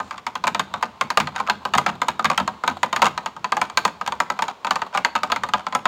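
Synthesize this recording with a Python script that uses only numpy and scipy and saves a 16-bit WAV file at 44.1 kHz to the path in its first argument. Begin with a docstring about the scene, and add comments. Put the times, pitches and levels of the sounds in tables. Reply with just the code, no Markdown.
"""Quick clusters of bright, glassy knocks: a steel whisk twirls to and fro in a glass measuring cup, close by.
Its wires tick and clack on the wall, chatter after a knock and scrape along it; the filled cup rings briefly.
The little liquid inside churns and swishes, and hard strokes bump the cup softly on the counter.
Knocks and bumps are made of fading sine waves and shaped noise; liquid, brushing and room tone are noise.
A small kitchen answers with a short, diffuse tail."""
import sys
import numpy as np
from scipy import signal
from scipy.fft import rfft, irfft, next_fast_len
from scipy.io import wavfile
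from scipy.ndimage import map_coordinates

SR = 44100
rng = np.random.default_rng(int(sys.argv[2]) if len(sys.argv) > 2 else 0)


def to_wav(s):
    """Save 16-bit WAV."""
    ch = np.atleast_2d(s).T  # columns
    pcm = np.round(np.clip(ch, -1, 1) * 32767)  # PCM
    wavfile.write(sys.argv[1], SR, pcm.astype(np.int16))


N = 259087  # length of the sound [samples]
TOP_HZ = 15900  # nothing sounds above this
AGE = np.arange(SR // 4) / SR  # time since a contact [s]

# All colours below list (frequency [Hz], relative level [dB per Hz]).
# steady background: its colour
ROOM_TONE_COLOUR = [(12, -40), (70, 14), (200, 4.5), (400, 13.5), (1000, 8.5), (3000, 3), (7000, -8),
                    (10000, -20), (15700, -20)]
# how long the kitchen rings: (frequency [Hz], time to fall 60 dB [s])
KITCHEN_DECAY = [(150, 0.3), (1000, 0.24), (4000, 0.39), (8000, 0.28), (15000, 0.2)]
# how strongly the kitchen answers, weakest around 8 kHz: (frequency [Hz], gain [dB])
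KITCHEN_GAIN = [(300, -14.5), (4000, -19.5), (8000, -22.0), (12000, -15)]
# a faint high brushing swells and fades: (middle [s], half length [s], level at the middle [dB])
BRUSH_SWELLS = [(0.064, 0.081, -55.5), (2.806, 0.054, -59)]
BRUSH_COLOUR = [(500, -25), (2000, -4), (4200, 0), (5500, -7), (7200, -1), (9000, -18), (15700, -28)]
# how deep the whisk digs into the liquid, heard in the churn: (time [s], change of churn level [dB])
DIG_DEPTH = [(0, 4.5), (1.0, 0.5), (1.8, 1), (2.4, -0.5), (3.3, -3.5), (4.2, -8.5), (5.87, -2.5)]
# the liquid's low churn and its brighter swish: two colours
CHURN_COLOUR = [(12, -70), (25, -38), (40, -28), (80, 2), (120, -3.5), (200, 5), (300, -5), (500, -11.5),
                (1200, -36), (4000, -70)]
SWISH_COLOUR = [(300, -14), (600, 10), (1050, 18.5), (1800, -4), (4200, -2), (5500, -23), (6900, -12.5),
                (10000, -29), (15700, -28)]
# the cup bumps on the counter: (time [s], peak level [dB], favoured pitch [Hz])
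CUP_BUMPS = [(0.595, -29.5, 200), (1.201, -26.5, 206), (1.227, -27, 145), (1.753, -20.5, 197),
             (1.872, -26.5, 183), (2.085, -29, 196), (2.256, -25.5, 216), (2.409, -22.5, 211),
             (2.702, -26.5, 235), (3.051, -26, 186)]
# pitches of the counter: (frequency [Hz], relative level [dB], time to fall 60 dB [s])
COUNTER_MODES = [(88.5, -9, 0.28), (148, -7, 0.3), (199.7, 1, 0.14), (250.4, 3, 0.12), (334.4, -12.5, 0.37)]
# wires slide along the glass: (start [s], end [s], relative level [dB])
WIRE_SCRAPES = [(0.123, 0.2, -36.5), (1.347, 1.426, -28.5), (1.466, 1.485, -21), (1.878, 1.903, -21.5),
                (2.333, 2.347, -24.5), (4.472, 4.516, -27), (4.931, 4.99, -27.5), (5.54, 5.618, -31.5)]
# a wire meets the glass: (time [s], strength [dB], hardness [dB], favoured cup pitch [Hz])
# more hardness means more clack and tick for the same ring
WIRE_KNOCKS = [(0.001, -21, -6.5, 1040), (0.109, -27.5, -0.5, 1053), (0.179, -34, 2.0, 1185),
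               (0.266, -22.5, 2.0, 980), (0.354, -23, -0.5, 1040), (0.439, -16, -4.5, 1050),
               (0.47, -18.5, 0.5, 1060), (0.477, -20, 4.0, 1080), (0.547, -19, 2.0, 1050),
               (0.595, -18, 5, 1210), (0.739, -20.5, -2.5, 1090), (0.826, -16.5, -2.5, 1040),
               (0.833, -28.5, 5.5, 990), (1.011, -16.5, 2, 1060), (1.103, -19.5, 2, 1040),
               (1.173, -10.5, 0.5, 1190), (1.201, -21, 6.0, 1030), (1.272, -24.5, 2, 990),
               (1.361, -26.5, 4.5, 1030), (1.4, -17.5, -7, 1040), (1.485, -19.5, -15, 1130),
               (1.498, -16, 5.5, 910), (1.652, -18.0, -3.5, 1020), (1.737, -15.5, 1, 1010),
               (1.751, -17.5, 0.5, 810), (1.777, -22, 3, 980), (1.782, -13, -1, 1070),
               (1.863, -15, 1.5, 1200), (2.017, -15.5, -2.5, 1040), (2.084, -17, 1.5, 920),
               (2.194, -16.5, -6.5, 1200), (2.245, -15.0, -2, 1150), (2.254, -19.5, 7, 1090),
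               (2.3, -14.5, -3, 1000), (2.314, -19.5, -3, 990), (2.377, -15.5, 3, 1140),
               (2.4, -18, -3.5, 1120), (2.477, -18, -2.5, 1020), (2.637, -17.5, -5.5, 1090),
               (2.677, -15.5, 1.5, 1050), (2.831, -13.5, 0.0, 1080), (2.928, -17.5, 0, 1060),
               (2.962, -19, 4.5, 1130), (2.994, -28, -8, 960), (3.019, -13.5, 3.5, 1220),
               (3.026, -10, -4.5, 960), (3.044, -17, -4.5, 1130), (3.056, -18.5, 1.5, 1240),
               (3.066, -16.5, 0.5, 1080), (3.177, -21.5, 0.5, 960), (3.26, -22, 1.5, 900),
               (3.365, -30.5, -9, 1070), (3.444, -19, -0.5, 945), (3.521, -14.5, -3, 1100),
               (3.568, -17.0, -3, 880), (3.615, -14, -1.5, 1050), (3.699, -31, -1.0, 885),
               (3.773, -15, 6, 1130), (3.851, -12, -2.5, 1050), (3.878, -25.5, 1.5, 1120),
               (4.012, -21.5, -4, 1120), (4.063, -36.5, 12, 990), (4.076, -19.5, -0.5, 1030),
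               (4.122, -21.5, -0.5, 950), (4.202, -15, 1, 1020), (4.301, -17.5, -1.5, 1020),
               (4.39, -20, -2.5, 870), (4.422, -17, 0, 870), (4.482, -23, -3, 940),
               (4.647, -20.5, -1.5, 910), (4.669, -20.5, -2.5, 1020), (4.708, -14.5, 0, 1130),
               (4.757, -19, 0, 1060), (4.818, -19, -2, 1000), (4.949, -17, -6, 1030),
               (4.974, -17.5, 1.5, 1230), (5.048, -16.5, 8, 1050), (5.153, -15.5, -2, 1040),
               (5.161, -21.5, 2, 1210), (5.233, -17.0, -2.5, 1150), (5.3, -22.5, -7, 1080),
               (5.319, -15.0, 2.5, 1050), (5.361, -22.0, 3, 1160), (5.435, -19, 0, 1100),
               (5.488, -27.5, -1, 1160), (5.536, -12.5, -2, 1040), (5.667, -20.5, -3.5, 1040),
               (5.725, -24.5, -1.5, 1030), (5.75, -14.5, -2, 1040), (5.855, -12.5, -1.0, 1030)]
# pitches of the cup, damped by hand and liquid: (frequency [Hz], relative level [dB], time to fall 60 dB [s])
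CUP_MODES = [(513, -10.5, 0.082), (610, -8.5, 0.096), (743, -1.5, 0.083), (864.7, 1, 0.073),
             (965.6, 1.5, 0.065), (1033, 1, 0.048), (1233, 4.5, 0.058), (1282, 9, 0.019),
             (1553, -0.5, 0.052)]
# pitches of the wire loops: (frequency [Hz], relative level [dB], time to fall 60 dB [s])
WIRE_MODES = [(1564, 0.5, 0.048), (1792, -3.5, 0.052), (2060, -1.5, 0.036), (2330, -1.5, 0.042),
              (2565, -10, 0.067), (2803, -10, 0.026), (3254, -7, 0.023), (3712, -6, 0.039),
              (4450, 3, 0.013)]
# jangle of the wires, sharp contact, and highest treble of a hard contact: three colours
CLACK_COLOUR = [(60, -70), (200, -49), (450, -25), (1000, 7.5), (1700, 1.5), (2600, -1), (4500, -8),
                (5200, -17), (8000, -33), (14000, -43)]
TICK_COLOUR = [(1000, -48), (3000, -55), (5000, -0.5), (6000, -4), (6800, 4.5), (7300, -2.5), (8500, -9.5),
               (10400, -22), (11400, -19), (15700, -22)]
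SNAP_COLOUR = [(2000, -40), (7000, -12), (9500, 8.5), (10400, -5), (11400, 2.5), (15700, -5)]
# the knock through the cup's foot, and the whole cup shaken by a heavy blow: two colours
THUMP_COLOUR = [(20, -64), (60, -18.5), (140, -12), (200, 2), (255, -2), (300, -10), (420, -8), (700, -15),
                (2000, -73)]
HOLLOW_COLOUR = [(100, -48), (330, -13.5), (480, -3.5), (650, 4.0), (900, -4), (2500, -55)]

# the struck wire's pitch is drawn at random for each knock: middle pitch, and the range to either side
WIRE_HZ, WIRE_OCTAVES = 2658, 0.726
# clack and tick, relative to strength plus hardness
CLACK_DB, TICK_DB = -4.0, -16.5
# chatter after a knock: average taps a second, level against the knock, time to die away
CHATTER_PER_S, CHATTER_DB, CHATTER_S = 90, -16, 0.022
# the liquid takes up each stroke and settles again
RISE_S, SETTLE_S = 0.0085, 0.28
# churn and swish, against the knocks that stir the liquid
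CHURN_DB, SWISH_DB = -33, -32.5


def amp(db):
    """Turn decibels into a plain multiplier."""
    return 10 ** (np.asarray(db) / 20)


def along(points, hz):
    """Read values between (frequency, value) points on a log frequency axis."""
    f, v = np.transpose(points)
    return np.interp(np.log(hz + 1), np.log(f), v)


def filtered(x, gain):
    """Multiply each frequency of x by gain(frequency)."""
    size = next_fast_len(x.shape[-1] + 8192)  # spare room for the filter's own ringing
    spectrum = rfft(x, size) * gain(np.fft.rfftfreq(size, 1 / SR))
    return irfft(spectrum, size)[..., :x.shape[-1]]


def coloured(x, colour):
    """Shape the spectrum of x with a colour, then set the overall rms to 1."""
    y = filtered(x, lambda hz: amp(along(colour, hz)))
    return y / y.std()


def noise():
    """White noise as long as the scene."""
    return rng.standard_normal(N)


def wobble(rate):
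    """A smooth random curve through `rate` random points a second."""
    points = rng.standard_normal(int(N * rate / SR) + 4)
    return map_coordinates(points, [np.arange(N) * rate / SR])


def fade(t60):
    """A decay of 60 dB in t60 seconds."""
    return np.exp(-np.log(1000) * AGE / t60)


def swell(seconds):
    """A soft start: most of the way up after this many seconds."""
    return 1 - np.exp(-AGE / seconds)


def blow(rows):
    """Scale each row to the energy of 10 ms at rms 1."""
    return rows / np.sqrt(np.sum(rows ** 2, axis=-1, keepdims=True) * 100 / SR)


def placed(times, rows):
    """Add up one track with each row starting at its time."""
    track = np.zeros(N + SR)
    for s, row in zip(times, rows):
        track[max(round(s * SR), 0):][:len(row)] += row
    return track[:N]


def ringing(modes, strongest_hz, boost_db, scatter_db, detune):
    """One row of fading pitches a blow; the contact point favours one pitch and shifts all strengths."""
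    rows = np.zeros((len(strongest_hz), len(AGE)), np.float32)
    for hz, db, t60 in modes:
        strength, shift, side = rng.standard_normal((len(rows), 3)).T[:, :, None]
        favour = np.exp(-(np.log(hz / strongest_hz) / 0.13) ** 2)
        level = amp(db + boost_db * favour + scatter_db * strength)
        wave = np.sin((2 * np.pi * hz * (1 + detune * shift) * AGE).astype(np.float32))
        rows += np.sign(side) * level * wave * fade(t60)
    return rows


def slips(rate, spread_db, t60):
    """Stick and slip: tiny puffs of noise at random moments, `rate` a second on average."""
    happens = rng.random(N) < rate / SR
    kicks = happens * amp(spread_db * np.clip(rng.standard_normal(N), -2, 2))
    return signal.fftconvolve(kicks, fade(t60))[:N] * noise()


def agitation(rise_s, settle_s):
    """The motion that the knocks leave behind: each adds its energy, which builds up and dies away."""
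    s, db = np.transpose(WIRE_KNOCKS)[:2]
    t = np.arange(SR) / SR
    response = (1 - np.exp(-t / rise_s)) * np.exp(-t / settle_s)
    knock_energy = placed(s, amp(db)[:, None] ** 2)
    return np.sqrt(np.abs(signal.fftconvolve(knock_energy, response ** 2)[:N]))


def rubbed(friction, cup_db, clack_db, tick_db):
    """Light contacts set the cup's pitches ringing, with the clack and hiss of the wire."""
    cup = sum((-1) ** k * amp(db) * np.sin(2 * np.pi * hz * AGE) * fade(t60)
              for k, (hz, db, t60) in enumerate(CUP_MODES))
    body = signal.fftconvolve(friction, cup)[:N]
    clack = amp(clack_db) * coloured(friction, CLACK_COLOUR)
    tick = amp(tick_db) * coloured(friction, TICK_COLOUR)
    return amp(cup_db) * body / body.std() + clack + tick


def burst(colour, envelope):
    """A fresh puff of noise for every knock stands for many crowded high pitches."""
    puffs = rng.standard_normal((len(WIRE_KNOCKS), len(AGE)))
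    return blow(coloured(puffs, colour) * envelope)


def rebound(envelope, late, drop_db):
    """A springy wire touches once more within milliseconds, differently at each knock."""
    when, size = rng.random((len(WIRE_KNOCKS), 2)).T[:, :, None]
    # the delay is 0.27 to 1.27 times `late`, the drop 2 to 3 times `drop_db`
    again = np.interp(AGE - late * (0.27 + when), AGE, envelope, left=0)
    return np.hypot(envelope, amp(drop_db * (2.0 + size)) * again)


def room_tone():
    """Steady, faint shaped noise lies behind everything."""
    return amp(-53) * coloured(noise(), ROOM_TONE_COLOUR)


def kitchen(x, count=20):
    """Echoes blur into a diffuse tail; each stretch gets a freshly drawn one, so that no resonance repeats."""
    hz, t, z = signal.stft(rng.standard_normal((count, SR // 2)), SR, nperseg=256)
    decay = np.exp(-np.log(1000) * t / along(KITCHEN_DECAY, hz)[:, None])
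    tails = signal.istft(z * decay, SR, nperseg=256)[1]
    pieces = np.pad(x, (0, -N % count)).reshape(count, -1)
    answers = signal.fftconvolve(pieces, tails / np.linalg.norm(tails[0]), axes=1)
    starts = np.arange(count) * pieces.shape[1] / SR
    tail = placed(starts + 0.012, answers)  # the answer comes 12 ms late
    return filtered(tail, lambda hz: amp(along(KITCHEN_GAIN, hz)))


def brushing():
    """Now and then soft, high noise swells and fades between the knocks."""
    t = np.arange(N) / SR
    level = sum(amp(db) * np.exp(-((t - s) / half) ** 2) for s, half, db in BRUSH_SWELLS)
    return level * coloured(noise(), BRUSH_COLOUR)


def liquid():
    """Every stroke sets the liquid churning and swishing, with small splashes off the wires."""
    motion = agitation(RISE_S, SETTLE_S)
    depth_db = np.interp(np.arange(N) / SR, *np.transpose(DIG_DEPTH))
    churn = amp(CHURN_DB + depth_db + 4.4 * wobble(17)) * coloured(noise(), CHURN_COLOUR)
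    swish = coloured(noise(), SWISH_COLOUR)
    splashes = coloured(slips(rate=50, spread_db=8.5, t60=0.046), SWISH_COLOUR)
    swish_level = amp(SWISH_DB + 3.4 * wobble(11))
    return motion * (churn + swish_level * (swish + amp(0.5) * splashes))


def bumps():
    """A hard stroke rocks the cup, and the counter booms softly at its own low pitches."""
    s, db, hz = np.transpose(CUP_BUMPS)[:, :, None]
    boom = ringing(COUNTER_MODES, hz, boost_db=10, scatter_db=2.5, detune=0.024) * swell(0.016)
    boom = boom / np.abs(boom).max(axis=1, keepdims=True)
    return placed(s[:, 0] - 0.004, amp(db) * boom)  # the slow start begins 4 ms early


def scrapes():
    """A sliding wire feeds quick slips into the cup's pitches and hisses at the contact."""
    t = np.arange(N) / SR
    pressure = np.zeros(N)
    for start, end, db in WIRE_SCRAPES:
        corners = [start - 0.004, start + 0.0041, end - 0.004, end + 0.0028]
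        pressure += amp(db) * np.interp(t, corners, [0, 1, 1, 0])
    friction = slips(rate=320, spread_db=0, t60=0.0068)
    return pressure * rubbed(friction, cup_db=-6.0, clack_db=-8.5, tick_db=-28)


def chatter():
    """After a knock the neighbouring wires tap the glass lightly, at random."""
    taps = slips(rate=CHATTER_PER_S, spread_db=2, t60=0.0082)
    contact = rubbed(taps, cup_db=4.5, clack_db=-0.5, tick_db=-15)
    return amp(CHATTER_DB) * agitation(0.017, CHATTER_S) * contact


def whisk():
    """Each contact is a sharp tick, a clack of the wires and a slower ring of the cup."""
    s, ring_db, hardness_db, cup_hz = np.transpose(WIRE_KNOCKS)[:, :, None]
    impact_db = ring_db + hardness_db
    tick_db = impact_db + TICK_DB + 2.1 * rng.standard_normal(s.shape)
    wire_hz = WIRE_HZ * 2 ** (WIRE_OCTAVES * rng.uniform(-1, 1, s.shape))

    cup = ringing(CUP_MODES, cup_hz, boost_db=8.0, scatter_db=2.0, detune=0.036)
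    cup = blow(cup * swell(0.0021))

    # clack: one struck wire, the wire loops and a jangle of crowded pitches
    struck = blow(np.sin(2 * np.pi * wire_hz * AGE) * swell(0.00021) * fade(0.021))
    loops = ringing(WIRE_MODES, wire_hz, boost_db=3.0, scatter_db=5.5, detune=0.018)
    loops = blow(loops * swell(0.00065))
    jangle_shape = swell(0.00035) * (fade(0.027) + 0.65 * fade(0.073))
    jangle = burst(CLACK_COLOUR, rebound(jangle_shape, late=0.0071, drop_db=-10.5))
    clack = blow(loops + amp(-4.5) * struck + amp(4.5) * jangle)

    tick_shape = swell(0.00009) * (fade(0.01) + 0.18 * fade(0.063))
    tick = burst(TICK_COLOUR, rebound(tick_shape, late=0.0069, drop_db=-12.0))

    # harder contacts are shorter, so their highest treble grows faster than the rest
    snap_shape = swell(0.0001) * (fade(0.0026) + 0.23 * fade(0.064))
    snap = amp(1.564 * tick_db + 0.5) * burst(SNAP_COLOUR, snap_shape)

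    # the cup's weight passes a little of every blow to the counter
    thump = burst(THUMP_COLOUR, swell(0.0049) * fade(0.2))

    # a heavy blow also shakes the whole cup, which makes it sound hollower
    hollow = amp(1.654 * ring_db) * burst(HOLLOW_COLOUR, swell(0.002) * fade(0.099))

    body = amp(ring_db) * (cup + amp(-17.5) * thump) + amp(-5.0) * hollow
    contact = amp(impact_db + CLACK_DB) * clack + amp(tick_db) * tick + snap
    return placed(s[:, 0], body + contact)


def scene():
    """The cup close by, the room far behind it; one channel."""
    near = bumps() + scrapes() + chatter() + whisk()
    return (room_tone() + kitchen(near) + brushing() + liquid() + near)[None]


def record(dry):
    """Round off the highest peaks and keep nothing above the top frequency."""
    rounded = dry / (1 + np.abs(dry) ** 6) ** (1 / 6)
    return filtered(rounded, lambda hz: hz < TOP_HZ)


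dry = scene()
out = record(dry)
to_wav(out)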